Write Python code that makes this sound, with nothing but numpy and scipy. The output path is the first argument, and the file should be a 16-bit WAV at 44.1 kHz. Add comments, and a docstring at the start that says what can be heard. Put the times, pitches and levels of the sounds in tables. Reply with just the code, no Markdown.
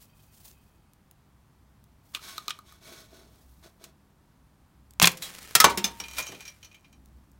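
"""A screwdriver scrapes and clicks under a crusted-in engine thermostat, close up, in a garage.
A rubber glove hisses along the shaft, crumbs snap off, and blade and crust ring at each slip.
The crust cracks, the uncorked housing booms and coolant sprays out. The freed thermostat knocks
its way down the engine bay, ringing each part it hits, and rattles to rest on the floor.
Under it all lies a room tone of air, hum and low drone."""
import sys
import numpy as np
from scipy import signal
from scipy.fft import rfft, irfft, next_fast_len
from scipy.io import wavfile

SR = 44100
rng = np.random.default_rng(int(sys.argv[2]) if len(sys.argv) > 2 else 0)


def store_wav(level_fs):
    """Save 16-bit WAV to argv[1]."""
    pcm = np.round(np.clip(np.atleast_2d(level_fs), -1, 1) * 32767)
    wavfile.write(sys.argv[1], SR, pcm.T.astype(np.int16))


N = 325899
TIME = np.arange(N) / SR
AFTER = TIME[:SR]  # the second that follows a hit
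DETUNE = 0.014  # each contact shifts a loose part's modes by about this share


def amp(db):
    """Decibels to gain."""
    return 10 ** (np.asarray(db) / 20)


def unit(x):
    """Scales to rms 1."""
    return x / np.sqrt(np.mean(x ** 2) + 1e-20)


def curve_at(points, hz):
    """A curve's value on a log-frequency axis."""
    freqs, values = np.transpose(points)
    return np.interp(np.log(hz + 1), np.log(freqs + 1), values)


def colour(x, eq):
    """Shapes x with an EQ curve, at rms 1."""
    size = next_fast_len(len(x))
    hz = np.arange(size // 2 + 1) * SR / size
    return unit(irfft(rfft(x, size) * amp(curve_at(eq, hz)), size)[:len(x)])


def add(mix, start, sound):
    """Mixes a sound in at a start time in seconds."""
    part = mix[round(start * SR):][:len(sound)]
    part += sound[:len(part)]


def arch(start, length, db, skew=1, sharpness=1):
    """The envelope of one movement: it speeds up and slows down; a skew under 1 peaks early."""
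    done = np.clip((TIME - start) / length, 0, 1)
    return amp(db) * abs(np.sin(np.pi * done ** skew)) ** sharpness


def flow(start, rise, db, t60, hold=0, sag_db_per_s=0):
    """The envelope of running liquid: attack, sagging hold, release."""
    since = TIME - start - rise
    fall_db = sag_db_per_s * np.clip(since, 0, hold) + 60 * np.maximum(since - hold, 0) / t60
    return np.clip(1 + since / rise, 0, 1) ** 2 * amp(db - fall_db)


def lumpy(db):
    """A gain that comes in uneven clumps, some tens a second."""
    return amp(db * colour(rng.standard_normal(N), [(8, 0), (45, 0), (120, -50), (400, -120)]))


def grains(per_s, spread_db, wash=0):
    """Tiny impacts of uneven size over a wash of still smaller ones."""
    sizes = amp(spread_db * np.minimum(rng.exponential(1, N), 5)) * rng.choice([-1, 1], N)
    hits = rng.random(N) < per_s / SR
    return unit(sizes * hits) + wash * rng.standard_normal(N)


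def ring(modes, rise=0.00055, uneven_db=0, wander_hz=5):
    """Damped modes, uneven with the point of impact; loose contact widens them (wander_hz at 1 kHz)."""
    out = np.zeros(SR)
    for hz, db, t60 in modes:
        fade = amp(db + uneven_db * rng.standard_normal() - 60 * AFTER / t60)
        width_hz = wander_hz * hz / 1000
        drift = np.cumsum(rng.standard_normal(SR)) * np.sqrt(2 * np.pi * width_hz / SR)
        out += fade * np.sin(2 * np.pi * (hz * AFTER + rng.random()) + drift)
    return out * (1 - np.exp(-AFTER / rise))


def shifted(modes, tilt=0):
    """The modes as one contact sounds them: detuned a little, tilted about 3 kHz (dB/octave)."""
    return [(hz * (1 + DETUNE * rng.standard_normal()), db + tilt * np.log2(hz / 3000), t60)
            for hz, db, t60 in modes]


# edges of an impact's five bands (frequency [Hz]); a four-band hit omits the lowest band
BAND_EDGES = [120, 500, 1800, 4500, 8500, 16000]
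def clatter(t60, bands_db, damping, rise, snap=0, bunched_db=0):
    """An optional snap, then countless close modes bunched into chance peaks; highs die sooner."""
    t, out = AFTER[:SR // 2], np.zeros(SR // 2)
    spike = snap * signal.unit_impulse(len(t), 10)
    peaks = [(hz, bunched_db * rng.standard_normal()) for hz in range(500, SR // 2, 70)]
    for hi, lo, db in zip(BAND_EDGES[::-1], BAND_EDGES[-2::-1], bands_db[::-1]):
        modes = spike + colour(rng.standard_normal(len(t)), peaks)
        band = signal.sosfilt(signal.butter(2, [lo, hi], "band", fs=SR, output="sos"), modes)
        fade = amp(-60 * t / t60 * (np.sqrt(lo * hi) / 3000) ** damping)
        out += amp(db) * band * fade * np.linalg.norm(fade) / np.linalg.norm(band * fade)
    return out * (1 - np.exp(-t / rise))


def tilted(bands_db, db, tilt):
    """Band levels of one hit, made brighter or duller by its tilt about 3 kHz (dB/octave)."""
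    centres = np.sqrt(np.multiply(BAND_EDGES[1:], BAND_EDGES[:-1]))[-len(bands_db):]
    return np.add(bands_db, db) + tilt * np.log2(centres / 3000)


# EQ of the air and of the drone (frequency [Hz], level [dB])
AIR_EQ = [(20, -30.5), (45, -9), (70, -8), (130, -12.5), (260, -18), (480, -27.5), (950, -25),
          (2500, -36.5), (6500, -42), (16000, -44)]
DRONE_EQ = [(25, -24.5), (56, -12.5), (64, 6.5), (73, -19), (200, -17.5), (300, -20), (700, -53.5)]
# hum tones (frequency [Hz], level [dB])
HUM_TONES = [(102, -73), (149, -71.5), (199.2, -75.5)]
# drone swells (start [s], length [s], level [dB])
DRONE_SWELLS = [(2.552, 1.28, -65), (4.2, 1.95, -67), (5.499, 0.87, -58.5), (6.83, 0.61, -58)]
def room_tone(air_db=-62.5, drone_floor_db=-68.5):
    """The bed: still air, a wavering hum and a low drone that swells now and then."""
    out = amp(air_db) * colour(rng.standard_normal(N), AIR_EQ)
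    for hz, db in HUM_TONES:
        drift = np.cumsum(rng.standard_normal(N)) * 0.53 / np.sqrt(SR)
        out += amp(db) * np.sqrt(2) * np.sin(2 * np.pi * (hz * TIME + drift))
    swells = np.max([arch(*swell) for swell in DRONE_SWELLS], axis=0) + amp(drone_floor_db)
    return out + swells * colour(rng.standard_normal(N), DRONE_EQ)


# glove slides (start [s], length [s], level [dB])
SLIDES = [(0, 0.056, -56), (0.136, 0.27, -64), (0.32, 0.14, -59.5), (0.414, 0.065, -63),
          (0.443, 0.032, -47.5), (0.478, 0.067, -59.5), (.53, 0.32, -71.5), (2.03, 0.26, -66),
          (3.26, 0.58, -67)]
# EQ of the rubber's hiss (frequency [Hz], level [dB])
GLOVE_EQ = [(200, -8), (700, -1), (1500, -7.5), (4000, 0), (9000, 0.5), (11000, 0), (15500, 3)]
# ring of the steel shaft (frequency [Hz], level [dB], t60 [s])
SHAFT_MODES = [(2520, 5, 0.053), (3190, 0.5, 0.061), (4620, -3.5, 0.069)]
def glove(release_db_per_s=213):
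    """Rubber hisses over the shaft and catches as the grip shifts, ringing the steel faintly."""
    slides = sum(arch(*slide, skew=0.62, sharpness=0.92) for slide in SLIDES)
    release_db = release_db_per_s * TIME  # loosened dust crackles on as a slide ends
    slides_db = np.maximum.accumulate(20 * np.log10(slides + 1e-12) + release_db) - release_db
    catches = grains(per_s=75, spread_db=2)
    shaft = unit(signal.oaconvolve(catches, ring(SHAFT_MODES))[:N])
    hiss = colour(grains(per_s=2500, spread_db=2.1, wash=0.82), GLOVE_EQ) * lumpy(db=2)
    grip = arch(start=0, length=0.97, db=-75.5, skew=0.34, sharpness=0.4)
    return amp(slides_db) * hiss + grip * shaft


# crumb snaps (time [s], level [dB])
CRUMBS = [(0.514, -34), (0.9347, -42.5), (1.112, -30), (1.841, -43), (4.9084, -31), (4.9364, -38),
          (5.129, -31), (5.296, -33), (6.8094, -49), (7.0588, -41), (7.317, -43)]
# EQ of a bright tick, crumb or drip (frequency [Hz], level [dB])
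TICK_EQ = [(200, -41.5), (1500, -24), (3300, -5.5), (7000, 3.5), (11000, -2.5), (16000, 4.5)]
def crumbs(trim_db=-2, t60=0.007):
    """Single grains of crust snap off with a dry tick."""
    out, t = np.zeros(N), AFTER[:SR // 20]
    for start, db in CRUMBS:
        tick = colour(rng.standard_normal(len(t)), TICK_EQ) * amp(-60 * t / t60)
        add(out, start, amp(db + trim_db) * tick / abs(tick).max())
    return out


# blade strokes, and its light contact between them (start [s], length [s], level [dB], rumble send [dB])
STROKES = [(2.134, 0.059, -43, -15.5), (2.194, 0.26, -44, -17), (2.34, 0.35, -58, -7.5),
           (2.49, 0.021, -38.5, -32), (2.638, 0.21, -59.5, -11.5), (2.803, 0.34, -50, -5.5),
           (3.087, 0.24, -58.5, 1.5), (3.254, 0.25, -71, 3.5), (3.621, 0.1, -55.5, -1.5),
           (3.79, 0.15, -59, -0.5)]
RESTING_CONTACT = (1, 5, -82.5, -5.5)
# EQ of the grit and of the housing's rumble (frequency [Hz], level [dB])
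GRIT_EQ = [(500, -15.5), (950, -7.5), (1120, -9), (1300, -2.5), (3000, -7), (3800, 0.5), (5000, -4.5),
           (6500, -7.5), (8500, -8), (16000, -12.5)]
RUMBLE_EQ = [(120, -44), (200, 4), (280, -2.5), (350, 6), (560, -6.5), (660, 7.5), (760, -9.5), (1400, -10),
             (2500, -43.5)]
# ring of shaft and housing under the grinding (frequency [Hz], level [dB], t60 [s])
GRIND_MODES = [(1107, -6.5, 0.12), (1497, -3.5, 0.077), (2266, -2.5, 0.0665), (3395, 6, 0.01605),
               (4140, 2.5, 0.023), (5470, 1.5, 0.027), (6310, 6, 0.017)]
def blade_scrape():
    """The blade grinds grains off the crust and shakes the housing; strokes bite fast, then ease."""
    grit = colour(grains(per_s=4500, spread_db=1.5, wash=0.27), GRIT_EQ)
    catches = grains(per_s=3000, spread_db=4.5, wash=0.77)
    metal = unit(signal.oaconvolve(catches, ring(GRIND_MODES, wander_hz=5.8))[:N])
    grind = amp(-1.5) * (grit + amp(-4.5) * metal) * lumpy(db=1)
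    rumble = colour(grains(per_s=900, spread_db=5.3, wash=1), RUMBLE_EQ)
    out = np.zeros(N)
    for start, length, db, rumble_db in STROKES + [RESTING_CONTACT]:
        out += arch(start, length, db, skew=0.64, sharpness=1.88) * (grind + amp(rumble_db) * rumble)
    return out


# blade slips (time [s], t60 [s], level [dB], tilt [dB/octave], blade ring [dB], crust ring [dB])
SLIPS = [(2.1485, 0.015, -27, -1.5, -44, -26.5), (2.17, .03, -58, -9, -53, -64),
         (2.193, 0.022, -64, 6, -63, -70), (2.3803, 0.0092, -36, 4, -29.5, -56),
         (2.4813, 0.004, -23, 1.5, -24.5, -32), (2.5056, 0.027, -29, -3.5, -34, -30),
         (2.589, 0.018, -61, 8.5, -49, -69), (2.723, 0.022, -68, 11, -65, -73),
         (3.84, 0.063, -47.5, 3, -77, -66)]
# a click's four bands, low to high (level [dB])
CLICK_BANDS = [-31.5, 0.5, -1, -5]
# ring of the pressed blade and of the crusted rim (frequency [Hz], level [dB], t60 [s])
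BLADE_MODES = [(1219, 2, 0.036), (1143, -13.5, 0.019), (3706, 2.5, 0.015), (3920, 5.5, 0.015)]
CRUST_MODES = [(2424, -6, 0.064), (2917, -2.5, 0.036), (3240, -4, 0.038), (3500, 4, 0.022),
               (5900, -6, 0.019)]
def blade_slips(full_slip_db=-28, tilt_per_db=0.38):
    """Each slip clicks and rings blade and crust; softer slips ring the blade duller."""
    out = np.zeros(N)
    for start, t60, db, tilt, blade_db, crust_db in SLIPS:
        blade = shifted(BLADE_MODES, tilt_per_db * (blade_db - full_slip_db))
        add(out, start, clatter(t60, tilted(CLICK_BANDS, db, tilt), damping=0.11, rise=1e-4, snap=0.72))
        add(out, start, amp(blade_db) * ring(blade, wander_hz=22))
        add(out, start, amp(crust_db) * ring(CRUST_MODES, wander_hz=30.2))
    return out


# cracks in the crust (time [s], t60 [s], level [dB], tilt [dB/octave], rim ring [dB])
CRACKS = [(4.9993, 0.0043, -7, -1, -28.5), (5.0175, 0.011, -7.5, -3, -30.5), (5.0238, 0.032, -14, 1.5, -31),
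          (5.027, 0.032, -14, 3.5, -28.5), (5.0352, 0.017, -12.5, -1.5, -19.5),
          (5.043, 0.015, -10, -3.5, -6.5), (5.055, 0.038, -14.5, 1.5, -27.5),
          (5.0722, 0.019, -7, 0.2, -19.5), (5.078, 0.0028, -13.5, 1.5, -18.5)]
# a crack's four bands, low to high (level [dB])
CRACK_BANDS = [-8, -1, -2, -6.5]
# ring of the housing's rim (frequency [Hz], level [dB], t60 [s])
RIM_MODES = [(1038, -10.5, 0.06), (2155, -4.5, 0.036), (2440, 1, 0.028), (2780, -3, .03), (3360, 2, .026),
             (4120, -1.5, 0.024)]
def crust_break():
    """The crust gives way in a run of sharp cracks, ringing the rim as it tears free."""
    out = np.zeros(N)
    for start, t60, db, tilt, rim_db in CRACKS:
        add(out, start, clatter(t60, tilted(CRACK_BANDS, db, tilt), damping=0.14, rise=8e-5, snap=1.7))
        add(out, start, amp(rim_db) * ring(shifted(RIM_MODES), wander_hz=30.06))
    return out


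# coolant gushing out, then landing on the floor (start [s], attack [s], level [dB], t60 [s])
GUSHES = [(4.995, .04, -22.5, 0.23), (6.146, 0.052, -32.5, 0.088)]
# EQ of the spray (frequency [Hz], level [dB])
SPRAY_EQ = [(150, -6.5), (400, -8), (900, -9), (2000, -4), (4000, -7.5), (7000, -9), (16000, -14)]
# wet slaps on metal and floor (time [s], t60 [s], level [dB], tilt [dB/octave])
SPLASHES = [(5.116, 0.035, -41.5, 9), (5.17, 0.077, -43, 4.5), (5.426, 0.062, -45.5, 3.5),
            (5.696, 0.14, -33, 0.5), (6.29, 0.068, -54.5, -5.5), (6.319, 0.071, -44, -2.5)]
# a splash's five bands, low to high (level [dB])
SPLASH_BANDS = [-9.5, -6, -0.5, 0, -3.5]
def coolant():
    """Droplets fizz in uneven clumps and thin to a patter, then drips; larger gouts slap down."""
    spray = colour(grains(per_s=750, spread_db=3.8, wash=1), SPRAY_EQ) * lumpy(db=2)
    patter = flow(start=5.18, rise=0.031, db=-48, t60=0.97, hold=1.235, sag_db_per_s=6.5)
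    out = (patter + sum(flow(*gush) for gush in GUSHES)) * spray
    drips = colour(grains(per_s=22, spread_db=2.4), TICK_EQ)
    out += flow(start=6.08, rise=0.82, db=-76, t60=3.1) * drips
    for start, t60, db, tilt in SPLASHES:
        add(out, start, clatter(t60, tilted(SPLASH_BANDS, db, tilt), damping=0.45, rise=0.0028))
    return out


# pressure pops (time [s], level [dB])
POPS = [(5.004, -34), (5.026, -18.5), (5.077, -31)]
# boom of the housing (frequency [Hz], level [dB], t60 [s])
HOUSING_MODES = [(172.2, 0.5, 0.21), (137, -3.5, 0.07), (519, -22.5, 0.7)]
def housing_pop():
    """The pressure uncorks the housing, which booms in its low modes."""
    out = np.zeros(N)
    for start, db in POPS:
        add(out, start, amp(db) * ring(HOUSING_MODES, rise=0.0016, wander_hz=0.96))
    return out


# knocks on engine parts, then the landing on the floor (time [s], t60 [s], level [dB], tilt [dB/octave])
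KNOCKS = [(5.221, 0.31, -40, 1), (5.5514, 0.057, -10.5, 1.6), (5.601, 0.062, -12, 1),
          (5.642, 0.066, -10, -2), (5.774, 0.1, -28, 0), (5.8421, 0.13, -29.5, 0), (6, 0.072, -36.5, -2),
          (6.183, 0.12, -32, 0.5)]
# a knock's five bands, low to high (level [dB])
KNOCK_BANDS = [-19, -7, 0, 1, 1]
# ring of each knock in turn, and of a sheet-metal panel (frequency [Hz], level [dB], t60 [s])
KNOCK_MODES = [
    [(3290, -41, 0.24), (3820, -37.5, 0.13), (4000, -37, 0.19)],
    [(143, -33, .25), (1362, -18.5, 0.1), (1865, -16, 0.063), (4700, -23, 0.08), (7050, -17.5, 0.048)],
    [(1286, -15.5, 0.22), (1770, -18.5, 0.061), (2090, -11, 0.055), (5400, -12, 0.065),
     (6460, -17.5, 0.065)],
    [(313, -26, 0.13), (370, -32.5, .3), (585, -24, 0.15), (706, -16, 0.073), (873, -13, 0.13),
     (965, -13.5, 0.13), (1104, -6, 0.068), (1498, -13, 0.1), (2334, -21, 0.19), (6200, -9, 0.05)],
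    [(206, -27.5, 0.14), (364, -27.5, 0.13), (2740, -34.5, 0.16), (5410, -23.5, 0.063)],
    [(205, -28, 0.069), (2365, -27, 0.067), (2900, -26.5, 0.066), (3570, -13, 0.03), (5150, -20, 0.057),
     (6220, -18.5, 0.079)],
    [(2314, -33.5, 0.066), (2990, -34.5, 0.055), (5620, -28.5, 0.081)],
    [(609, -43, 0.21), (1040, -38.5, 0.15), (1385, -31, .07), (2417, -29, 0.23)],
]
PANEL_MODES = [(71, -44, 0.75), (924, -32.5, 1), (1060, -39.5, 0.2)]
def falling_knocks(panel_start=5.645):
    """Each knock of the falling thermostat clatters and rings; a panel hums on after the heaviest."""
    out = np.zeros(N)
    for (start, t60, db, tilt), modes in zip(KNOCKS, KNOCK_MODES):
        bands_db = tilted(KNOCK_BANDS, db, tilt)
        add(out, start, clatter(t60, bands_db, damping=0.36, rise=0.00078, bunched_db=1))
        add(out, start, ring(modes, rise=0.0006, wander_hz=7))
    low_cut = signal.butter(2, BAND_EDGES[0], "high", fs=SR, output="sos")
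    out = signal.sosfilt(low_cut, out)  # the knocks keep clear of the deep bass
    add(out, panel_start, ring(PANEL_MODES, rise=0.004, wander_hz=0.98))
    return out


# spells of rim chatter (start [s], length [s], level [dB])
CHATTER = [(6.025, 0.44, -47), (6.61, 0.41, -66.5)]
# bounces (time [s], level [dB], brightness [dB/octave on the ring, dB on the clatter's treble])
BOUNCES = [(6.038, -39, -6), (6.1684, -39.5, 4), (6.2243, -39, 4.5), (6.276, -51, 10), (6.317, -48, -2),
           (6.348, -44, -3), (6.398, -47, -16), (6.422, -49, -5), (6.4525, -45.5, 5), (6.478, -43.5, 5),
           (6.6284, -47.5, 2), (6.646, -49.5, 7), (6.7139, -55, -8), (6.7443, -52.5, 3), (6.845, -55, -17)]
# ring of the loose thermostat (frequency [Hz], level [dB], t60 [s])
THERMOSTAT_MODES = [(2410, -1, 0.13), (3070, -4, 0.097), (3960, -4, 0.11), (4400, -9.5, 0.11),
                    (5710, -1, 0.1), (6450, -3.5, 0.085)]
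def floor_rattle(ring_db=-2.5, wander_hz=26):
    """The thermostat bounces and rocks on its rim, jingling; each bounce has its own brightness."""
    rocking = sum(arch(*spell) for spell in CHATTER) * grains(per_s=280, spread_db=6.2)
    jingle = ring(THERMOSTAT_MODES, wander_hz=wander_hz)
    add(jingle, 0, clatter(t60=0.028, bands_db=[-2, -16, 2, 0], damping=0.22, rise=0.0002))
    out = signal.oaconvolve(rocking, jingle / np.linalg.norm(jingle))[:N]
    for start, db, brightness in BOUNCES:
        modes = shifted(THERMOSTAT_MODES, brightness)
        add(out, start, amp(db + ring_db) * ring(modes, rise=0.0005, uneven_db=3.5, wander_hz=wander_hz))
        bands_db = [-14, -6, brightness - 16, brightness - 11.5]
        add(out, start, amp(db) * clatter(0.093, bands_db, damping=0.33, rise=0.00044, bunched_db=1))
    return out


# the garage's decay (frequency [Hz], t60 [s])
GARAGE_DECAY = [(150, 0.55), (1000, 0.28), (4000, 0.19), (9000, 0.13), (16000, 0.098)]
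def garage_reverb(send, predelay=0.004):
    """A diffuse tail whose treble dies first."""
    noise = rng.standard_normal(SR) * (AFTER > predelay)
    hz, t, spectrum = signal.stft(noise, SR, nperseg=256)
    fade = amp(-60 * t / curve_at(GARAGE_DECAY, hz)[:, None])
    tail = signal.istft(spectrum * fade, SR, nperseg=256)[1]
    return signal.oaconvolve(send, tail / np.linalg.norm(tail))[:N]


def scene():
    """The mono mix: near sounds are almost dry; those down in the engine bay carry more room."""
    near = blade_scrape() + blade_slips() + glove() + crumbs()
    burst = crust_break() + housing_pop()
    below = falling_knocks() + coolant() + floor_rattle()
    reverb = garage_reverb(amp(-16) * near + amp(-19) * burst + amp(-13.5) * below)
    return (near + burst + below + reverb + room_tone())[None]


def record(dry, ceiling=0.94, cutoff_hz=16050):
    """A soft clip rounds the loudest peaks, then a steep low-pass trims the top."""
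    rounded = ceiling * np.tanh(dry / ceiling)
    low_pass = signal.firwin(401, cutoff_hz, window=("kaiser", 8), fs=SR)
    return signal.oaconvolve(rounded, low_pass[None], "same")


dry = scene()
out = record(dry)
store_wav(out)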